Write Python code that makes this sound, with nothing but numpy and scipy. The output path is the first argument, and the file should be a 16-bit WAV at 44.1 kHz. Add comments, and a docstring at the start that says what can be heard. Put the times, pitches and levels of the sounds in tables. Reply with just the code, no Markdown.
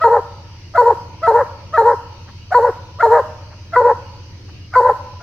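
"""Hound barking in the night woods

A hound barks eight times. Each bark opens with a thin high yelp made of a few harmonics, breaks into
a loud clear note, and turns hoarse as a second part of the vocal folds swings at a pitch of its own.
A ninth yelp is just starting at the end. The trees throw the barks back as a scattered, fading echo.
An engine idles faintly as a sum of steady tones; shaped noise makes the soft hiss, puffs and insects."""
import sys
import numpy as np
from scipy import signal
from scipy.fft import rfft, irfft, next_fast_len
from scipy.io import wavfile
from scipy.ndimage import uniform_filter1d, minimum_filter1d

SR = 44100
rng = np.random.default_rng(int(sys.argv[2]) if len(sys.argv) > 2 else 0)


def wav_out(sig):
    """Save sig, one row per channel (or a flat mono array), as 16-bit PCM at SR to the path in sys.argv[1]."""
    wavfile.write(sys.argv[1], SR, np.round(np.clip(np.atleast_2d(sig).T, -1, 1) * 32767).astype(np.int16))


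N = 230372

# The thin opening of each bark. Each row: start in seconds, length in seconds, pitch in Hz,
# slide in Hz per second, level in dB, second harmonic over the first in dB, roughness from 0 to 1.
YELP_ROWS = [ (-.006, .052, 652, 201, -21.5, 8, .08), (0.746, 0.032, 680.6, -200, -15.5, -3, .15),
             (1.225, .056, 663, -200, -19.5, 2, 0.096), (1.732, .048, 646, -400, -21.5, 5.5, .08),
             (2.514, 0.032, 732.7, 1502.5, -12.5, -11.5, .15), (2.994, 0.032, 676.5, 2602, -22, 6.5, .15),
             (3.729, .036, 673, -1800, -22, 3.5, .12), (4.729, 0.041, 694, -1800, -33, 9.5, .6),
             (5.2, 0.064, 681, -500, -45.5, 5.5, .6)]
# The body of each bark: two pushes of breath, a clear note and a hoarse one, with a catch between.
# Each row: start in seconds, length in seconds, then seconds until the clear note ends, until the
# catch and until the jaw shuts, clear pitch, hoarse pitch and second oscillator in Hz,
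# its last share from 0 to 1, how far it takes over at the end from 0 to 1, then in dB:
# chest, clear mouth, hoarse mouth, clear edge, hoarse edge, rushing air.
BARK_ROWS = [ (0.042, 0.16, .036, 0.055, .134, 469.5, 478.4, 581.2, 0.84, 0.4, -13.5, -5, -12.5, -20.5, -26.5, -43),
             (0.779, 0.16, 0.039, 0.07, .137, 490.3, 481.3, 566.4, 0.7, .2, -13.5, -4, -14, -16, -30.5, -41),
             (1.276, 0.16, .035, .055, .123, 462.4, 478, 599.7, 0.9, 0.9, -14, -7.5, -9.5, -22.5, -23, -41.5),
             (1.779, .170, .036, 0.061, 0.14, 461, 476, 575.3, .7, 0.8, -14.5, -6, -10.5, -17, -25.5, -41.5),
             (2.548, 0.16, 0.04, 0.066, 0.11, 489.5, 494, 577, 0.7, 0.2, -13.5, -4, -10, -17, -26.5, -40.5),
             (3.03, .185, 0.029, .068, .145, 464.3, 472, 621.4, 0.75, 0.8, -13.5, -4, -12, -16.5, -23, -39.5),
             (3.764, 0.17, .047, 0.071, .153, 492.9, 486.3, 575, 0.84, 1, -13.5, -7.5, -10.5, -14, -27.5, -44.5),
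             (4.759, 0.17, 0.048, 0.067, .148, 504, 502.6, 583.8, 0.9, 0.2, -15.5, -5, -10.5, -19.5, -25.5, -41)]
# Short soft puffs between barks. Each row: middle in seconds, level in dB, length in seconds.
PUFF_ROWS = [(0.498, -54, 0.021), (2.292, -47, 0.054), (3.527, -49.5, 0.062), (4.495, -52, 0.041)]
# The throat's three pass bands, low to high. Each row: frequency in Hz, relative level in dB.
CHEST_BAND = [(250, -43), (340, -7), (430, 1), (600, -7), (700, 1), (850, -45.5)]
MOUTH_BAND = [(600, -39), (730, -6), (850, 1), (950, 3.5), (1030, 2), (1130, -16), (1300, -59)]
EDGE_BAND = [(1000, -39.5), (1200, 9), (1380, 5.5), (1600, 4), (1920, -5.5), (2120, -17.5), (2350, -34.5),
             (3000, -49.5)]
# The colours of rushing air and of a soft puff. Each row: frequency in Hz, relative level in dB.
AIR_COLOUR = [(1500, -40.5), (2300, -13.5), (3300, -14.5), (4000, 3.5), (4450, 2.5), (5200, -11.5),
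              (7200, -2), (9700, -19.5), (11700, -4), (13400, -20), (14600, -8), (16000, -20.5)]
PUFF_COLOUR = [(200, -21.5), (500, -5.5), (750, -5), (1000, 2.5), (1400, -4.5), (1900, -5.5), (2600, -23.5),
               (8000, -38.5)]
# The colour of what the trees send back. Each row: frequency in Hz, level in dB.
WOODS_COLOUR = [(200, -15), (420, -9), (570, 3.5), (720, 5.5), (880, 0.5), (990, 1.5), (1150, 7), (1400, 7),
                (2200, 7.5), (6000, 12), (12000, 14)]
# How long the trees' long tail rings. Each row: frequency in Hz, time to fall by 60 dB in seconds.
WOODS_FALL = [(300, 0.42), (550, 1.28), (750, 0.78), (980, 1.185), (1400, 0.89), (3000, 0.09),
              (10000, 0.82)]
# The idling engine's tones. Each row: multiple of the engine's cycle, level in dB.
ENGINE_TONES = [(3, -62), (4, -58), (5, -57), (6, -56), (10, -52), (11, -44), (12, -42), (13, -44),
                (14, -61), (15, -45), (16, -61), (20, -60), (21, -60), (22, -62), (27, -65), (28, -64)]
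# The night's steady noise. Each row: frequency in Hz, relative level in dB per Hz.
NIGHT_COLOUR = [(15, -33), (40, -19.5), (62, -3.5), (90, -7), (150, -2), (260, -12.5), (315, -4.5),
                (400, -13.5), (800, -23), (1600, -22), (2400, -17), (2900, -15), (3500, -24.5),
                (4600, -15.5), (6200, -21), (7200, -43.5), (16000, -45)]
# How alike that noise is left and right. Each row: frequency in Hz, likeness from -1 to 1.
NIGHT_LIKENESS = [(30, .97), (60, .85), (120, .7), (250, .8), (500, .8), (1200, .5), (2500, 0), (4500, -.2),
                  (8000, 0)]
# Faint far-off insect trills. Each row: middle in seconds, level in dB, length in seconds.
TRILL_ROWS = [(0.664, -58, 0.12), (2.421, -57.5, 0.1), (2.795, -86, .14), (4.08, -60.5, 0.16),
              (4.272, -63, 0.16), (4.638, -55.5, 0.12)]
# The narrow band of a trill. Each row: frequency in Hz, relative level in dB.
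TRILL_COLOUR = [(2300, -70), (2720, 0), (2900, 18.5), (3060, -21.5), (3500, -53.5)]
# The hound's loudness between the microphones. Each row: frequency in Hz, left minus right in dB.
SIDE_LEVEL = [(480, .7), (560, 1.8), (700, 0), (950, 1.3), (1500, 1.2), (2200, -.5), (4400, -2), (8000, 0)]
# The hound's timing between them. Each row: frequency in Hz, radians by which the left leads.
SIDE_PHASE = [(100, 0), (470, .1), (690, -.4), (950, .2), (1300, -.18), (1480, -.55), (1900, .2),
              (4400, 1.6), (12000, 1.2)]

ENGINE_HZ = 7.546  # cycles per second
CUT_HZ = 15900  # top of the finished sound
# a yelp swells and scoops up to its pitch
YELP_RISE_S, YELP_RISE_DB, YELP_SCOOP_SHARE = 0.018, -23.5, 0.106
# then it cracks, always towards the same level, second harmonic and roughness
BREAK_S, BREAK_DB, BREAK_SECOND_DB, BREAK_ROUGH = 0.02, -26, -4, 1
# the clear note bursts out of the crack
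ATTACK_S, ATTACK_DB, CRACK_SHARE = 0.007, -15, 0.89
# at the catch the voice weakens and its pitch sags
CATCH_S, CATCH_DB, CATCH_SAG_SHARE, SAG_S = 0.007, -6.5, 0.0759, 0.01962
# the clear note ends in a rough turn
TURN_S, TURN_SHARE, TURN_DB = 0.011, 0.96, 1
# the hoarse push is unsteady
UNEVEN_HZ, UNEVEN_DB, UNEVEN_MOUTH_DB = 56.5, 1.4, 3.5
# the second push peaks this long after the catch
SWELL_AFTER_S, SWELL_S, SWELL_DB = 0.033, 0.0086, 4.5
# the second oscillator gains ground through the second push
HOARSE_SHARE, HOARSE_GROWTH_S = 0.24, 0.091
# as the breath runs out both pitches glide down, and the level drops
GLIDE_S, GLIDE_SAG_SHARE, SECOND_SAG_SHARE = 0.0467, 0.29, 0.29
FALL_S, FALL_DB, FALL_POWER = 0.036, -15.5, 4.6
# the jaw narrows after the clear note, reopens and shuts
OPEN_S, SHUT_S, NARROW_DB, CLOSE_S, DROOP_DB_PER_S = 0.023, 0.017, -20, 0.036, 70
# the bright edge fades after the burst and returns with the second push
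EDGE_FADE_S, EDGE_RISE_S, EDGE_DULL_DB = 0.024, 0.05, -33.5
HANDOVER_S = 0.028  # as the jaw shuts, the second oscillator takes over


def amp(db):
    """Turns decibels into gain."""
    return 10 ** (np.asarray(db) / 20)


def evened(x):
    """Scales a sound to an rms of 1."""
    return x / np.sqrt(np.mean(abs(x) ** 2) + 1e-20)


def read(points, hz):
    """Reads between a table's rows, spacing frequency by pitch rather than by Hz."""
    f, value = np.transpose(points)
    return np.interp(np.log(hz + 1), np.log(f + 1), value)


def colour(x, points):
    """Makes each frequency louder or softer, following a table in Hz and dB."""
    size = next_fast_len(x.shape[-1] + 2048)
    gain = amp(read(points, np.fft.rfftfreq(size, 1 / SR)))
    return irfft(rfft(x, size) * gain, size)[..., :x.shape[-1]]


def wander(n, rate_hz):
    """Random noise that moves up to about rate_hz; one second of it, at rms 1, is cut or repeated."""
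    hz = np.fft.rfftfreq(SR, 1 / SR)
    smooth = rfft(rng.standard_normal(SR)) * np.exp(-(hz / rate_hz) ** 2)
    return np.resize(evened(irfft(smooth, SR)), n)


def flutter(n, rate_hz):
    """Random wobble of one harmonic in size and phase."""
    return (wander(n, rate_hz) + 1j * wander(n, rate_hz)) / np.sqrt(2)


def steadied(x, size=600):
    """Holds the level near 1 over a few cycles, leaving the fast beats in."""
    power = uniform_filter1d(uniform_filter1d(x ** 2, size), size)
    return x / np.sqrt(abs(power) + 1e-12)


def add(mix, s, sound):
    """Adds a sound to the mix at time s, or at 0 if s is earlier."""
    part = mix[max(round(s * SR), 0):][:len(sound)]
    part += sound[:len(part)]


def ease(x):
    """A smooth step from 0 to 1."""
    return np.sin(np.pi / 2 * np.clip(x, 0, 1)) ** 2


def hump(t, width_s):
    """A bell of height 1 around t = 0."""
    return np.exp(-(t / width_s) ** 2)


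def gated(length, lead_s=0.0066, fade_s=0.0028):
    """Time from a sound's onset, beginning lead_s early, and a gate with soft ends."""
    t = np.arange(-lead_s, length + fade_s, 1 / SR)
    return t, ease(np.minimum(t - t[0], t[-1] - t) / fade_s)


def yelp_gesture(t, length, hz, slide_hz_per_s, level_db, second_db, rough, early_s=0.005):
    """Swell, hold, crack: pitch, roughness, level and second harmonic through a yelp."""
    rising = 1 - ease((t + early_s) / YELP_RISE_S)
    broken = ease((t - length) / BREAK_S + 1)
    pitch = (hz + slide_hz_per_s * (t - length / 2)) * (1 - YELP_SCOOP_SHARE * rising)
    roughness = rough + (BREAK_ROUGH - rough) * np.maximum(np.sqrt(broken), rising)
    level = level_db + YELP_RISE_DB * rising + (BREAK_DB - level_db) * broken
    return pitch, roughness, level, second_db + (BREAK_SECOND_DB - second_db) * broken


def yelp(start, length, *voice, third_db=-17, buzz_db=-34, rasp_db=-5.5, air_db=-29,
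         shake=0.93, jitter=0.019, growl_db=-10, count=9):
    """The folds start in a high register with a faint buzz on top, raspy as the voice catches and breaks."""
    t, gate = gated(length, lead_s=0.008)
    hz, rough, level_db, second_db = yelp_gesture(t, length, *voice)
    n = len(hz)
    rough = np.clip(rough, 0.1, 1)
    shaky_hz = hz * (1 + jitter * (0.22 + 2 * rough) * wander(n, 110))
    phase = 2 * np.pi * np.cumsum(shaky_hz) / SR
    upper = amp(second_db)
    sizes = [1, upper, upper * amp(third_db)]
    sizes += [upper * amp(buzz_db) * 4 / k for k in range(4, count)]
    tone = 0
    for k, size in enumerate(sizes, 1):
        tone = tone + size * (np.exp(1j * k * phase) * (1 + shake * rough * flutter(n, 140))).imag
    rasp = amp(rasp_db) * evened(colour(wander(n, 5000), EDGE_BAND))
    growl = amp(growl_db) * evened(colour(wander(n, 5000), PUFF_COLOUR))
    air = amp(air_db) * evened(colour(wander(n, 30000), AIR_COLOUR))
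    noise = rough * (rasp + growl) + np.sqrt(rough) * air
    # the noise follows the strength of the first two harmonics
    voiced = np.sqrt(2) * tone + np.sqrt(1 + upper ** 2) * noise
    return start + t[0], gate * amp(level_db) * voiced


def ports(x):
    """Nearby reflections give each microphone a slightly different colour and phase."""
    hz = np.fft.rfftfreq(N, 1 / SR)
    left = np.exp(1j * read(SIDE_PHASE, hz) / 2) * amp(read(SIDE_LEVEL, hz) / 2)
    return irfft(rfft(x) * np.array([left, 1 / left]), N)


def woods(x, wet_db=-21, near_db=2, near_t60=0.4, apart_hz=2800):
    """Trunks scatter the sound: a quick cloud from those nearby and a long thin tail, wider in the treble."""
    # about 2500 random taps a second
    taps = rng.standard_normal((2, SR)) * (rng.random((2, SR)) < 2500 / SR)
    hz, t, z = signal.stft(taps, SR, nperseg=256)
    far = amp(-60 * t / read(WOODS_FALL, hz)[:, None])
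    near = amp(near_db - 60 * t / near_t60)
    width = np.array([np.ones(len(hz)), np.minimum(hz / apart_hz, 1)])[:, :, None]
    build_up = np.clip(t / 0.043, 0, 1)
    mid, side = signal.istft(z * width * (far + near) * build_up, SR, nperseg=256)[1]
    tails = np.array([mid + side, mid - side]) / np.linalg.norm(mid)
    echo = signal.fftconvolve(x[None], tails, axes=1)[:, :N]
    return amp(wet_db) * colour(echo, WOODS_COLOUR)


def engine(start_db=-0.5, end_db=0.5, drift=0.002, uneven=0.14):
    """Multiples of the engine's cycle beat into a low, uneven throb that slowly grows."""
    def sway(count):
        """Slow random drift in straight lines between count points."""
        return np.interp(np.arange(N), np.linspace(0, N, count), rng.standard_normal(count))
    turns = np.cumsum(ENGINE_HZ * (1 + drift * sway(count=12))) / SR
    hum = 0
    for k, db in ENGINE_TONES:
        cycles = round(k) * turns + rng.random() + uneven * sway(count=14)
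        hum = hum + amp(db) * np.cos(2 * np.pi * cycles)
    return np.sqrt(2) * hum * amp(np.linspace(start_db, end_db, N))


def night(level_db=-45, patchy_db=2.0):
    """Random noise is shaped into low rumble and a wide soft hiss, drifting in patches."""
    frames, hz = N // 512 + 5, np.fft.rfftfreq(2048, 1 / SR)
    a, b, c, d, patches = rng.standard_normal((frames, len(hz), 5)).T
    patches = uniform_filter1d(patches, size=16, axis=0)
    patches = evened(uniform_filter1d(patches, size=9, axis=1))
    same = np.clip(read(NIGHT_LIKENESS, hz), -1, 1)[:, None]
    left = a + 1j * b
    right = same * left + np.sqrt(1 - same ** 2) * (c + 1j * d)
    z = np.array([left, right]) * amp(read(NIGHT_COLOUR, hz)[:, None] + patchy_db * patches)
    noise = signal.istft(z, nperseg=2048, noverlap=1536)[1][:, :N]
    return amp(level_db) * evened(noise)


def bark_gesture(t, length, turn_s, catch_s, shut_s, clear_hz, hoarse_hz, second_hz, last_share, takeover,
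                 chest_db, clear_db, hoarse_db, clear_edge_db, hoarse_edge_db):
    """Two pushes of breath steer pitches, second oscillator, effort, and mouth and edge against effort."""
    since = t - catch_s
    onset = 1 - ease(t / ATTACK_S + 0.5)
    turn = hump(t - turn_s - TURN_S / 2, TURN_S)
    hoarse = ease(since / OPEN_S)
    ending = np.clip((t - length) / FALL_S + 1, 0, None)
    # both pitches dip at the catch and glide down at the end
    glide = np.clip((t - length) / GLIDE_S + 1, 0, None) ** 2
    sag = 1 - CATCH_SAG_SHARE * hump(since + TURN_S / 2, SAG_S)
    hz = (clear_hz + (hoarse_hz - clear_hz) * hoarse) * (sag - GLIDE_SAG_SHARE * glide)
    second = second_hz * (sag - SECOND_SAG_SHARE * glide)
    growing = HOARSE_SHARE + (last_share - HOARSE_SHARE) * ease(since / HOARSE_GROWTH_S)
    share = CRACK_SHARE * onset + TURN_SHARE * turn + ease(since / CATCH_S + 1) * growing
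    alone = np.clip(takeover, 0, 1) * ease((t - shut_s) / HANDOVER_S + 0.5)
    push_db = (chest_db + TURN_DB * turn + CATCH_DB * hump(since, CATCH_S)
               + SWELL_DB * hump(since - SWELL_AFTER_S, SWELL_S))
    # the mouth opens once for each push
    first_open = ease((turn_s - t) / CLOSE_S + 0.5)
    second_open = hoarse * ease((shut_s - t) / SHUT_S + 0.5)
    mouth_db = (NARROW_DB + (clear_db - DROOP_DB_PER_S * t - NARROW_DB) * first_open
                + (hoarse_db - NARROW_DB) * second_open
                + UNEVEN_MOUTH_DB * hoarse * wander(len(t), UNEVEN_HZ))
    edge_return = ease(since / EDGE_RISE_S) * (1 - ease(ending))
    edge_db = (EDGE_DULL_DB + (clear_edge_db - EDGE_DULL_DB) * hump(t, EDGE_FADE_S)
               + (hoarse_edge_db - EDGE_DULL_DB) * edge_return)
    effort_db = (push_db + ATTACK_DB * onset + FALL_DB * ending ** FALL_POWER
                 + UNEVEN_DB * hoarse * wander(len(t), UNEVEN_HZ))
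    return hz, second, share, alone, effort_db, mouth_db - push_db, edge_db - push_db - ATTACK_DB * onset


def bark(row, jitter=0.0079, second_jitter=0.023, below=1.0, above=0.34, chaos=0.98, chest_chaos=0.22,
         octave_db=3, burst_db=6, burst_s=0.094, ring_db=-35, ring_s=0.032, count=6):
    """Two oscillators beat, putting sidebands on the harmonics; chaos grows with the second's share."""
    start, length, *voice, rush_db = row
    t, gate = gated(length)
    hz, second_hz, share, alone, effort_db, mouth_db, edge_db = bark_gesture(t, length, *voice)
    n = len(hz)
    share = np.clip(share, 0.04, 0.98)
    shaky_hz = hz * (1 + jitter * (0.24 + 2 * share) * wander(n, 100))
    phase = 2 * np.pi * np.cumsum(shaky_hz) / SR
    second = 2 * np.pi * np.cumsum(second_hz * (1 + second_jitter * wander(n, 160))) / SR
    beat = np.exp(1j * (second - phase))
    clear = np.sqrt(1 - share ** 2)
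    low = (np.exp(1j * phase) * (clear + share * (beat + chest_chaos * flutter(n, 280)))).imag
    high = 0
    for k in range(2, count):
        # opposite sidebands: the beat bends the pitch more than it pumps the level
        sidebands = above * beat - below / beat + chaos * flutter(n, 410)
        high = high + (np.exp(1j * k * phase) * (clear + share * (k / 2) * sidebands)).imag
    # as it takes over, the second oscillator sounds with its own octave
    low = (1 - alone) * low + alone * np.sin(second)
    high = (1 - alone / 2) * high + alone * amp(octave_db) * np.sin(2 * second)
    chest = steadied(colour(low, CHEST_BAND))
    mouth = amp(mouth_db) * steadied(colour(high, MOUTH_BAND))
    edge = amp(edge_db) * steadied(colour(high, EDGE_BAND))
    # the ninth harmonic rings high at the opening and dies away
    ninth = (np.exp(9j * phase) * (1 + flutter(n, 60))).real
    ring = amp(ring_db + mouth_db) * np.exp(-t / ring_s) * ninth
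    # air rushes through once a cycle, with a boost that fades from the first burst
    rush = (1 + 0.5 * np.cos(phase)) * evened(colour(wander(n, 25000), AIR_COLOUR))
    air = amp(rush_db + 0.65 * mouth_db + burst_db * np.exp(-t / burst_s)) * rush
    return start + t[0], gate * amp(effort_db) * (chest + mouth + edge + ring + air)


def swell(middle, level_db, length, spectrum):
    """Coloured noise swells and fades as a puff or trill; the level is the rms of the whole swell."""
    n = int(length * SR)
    shaped = colour(wander(n, 8000), spectrum) * np.hanning(n)
    return middle - length / 2, amp(level_db) * evened(shaped)


def insects():
    """Narrow bands of noise swell and fade as faint trills in the distance."""
    out = np.zeros(N)
    for row in TRILL_ROWS:
        add(out, *swell(*row, TRILL_COLOUR))
    return out


def scene():
    """The hound, its echo, the engine, the night and the insects."""
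    dog = np.zeros(N)
    for row in YELP_ROWS:
        add(dog, *yelp(*row))
    for row in BARK_ROWS:
        add(dog, *bark(row))
    for row in PUFF_ROWS:
        add(dog, *swell(*row, PUFF_COLOUR))
    return ports(dog) + woods(dog) + engine() + night() + insects()


def record(dry, ceiling=1.0):
    """A fast limiter turns down the peaks; then a filter takes off the very top."""
    safe_gain = np.minimum(ceiling / (abs(dry).max(0) + 1e-9), 1)
    limited = dry * uniform_filter1d(minimum_filter1d(safe_gain, size=300), size=300)
    low_pass = signal.firwin(511, CUT_HZ, window=("kaiser", 9), fs=SR)
    return signal.oaconvolve(limited, low_pass[None], "same")


dry = scene()
out = record(dry)
wav_out(out)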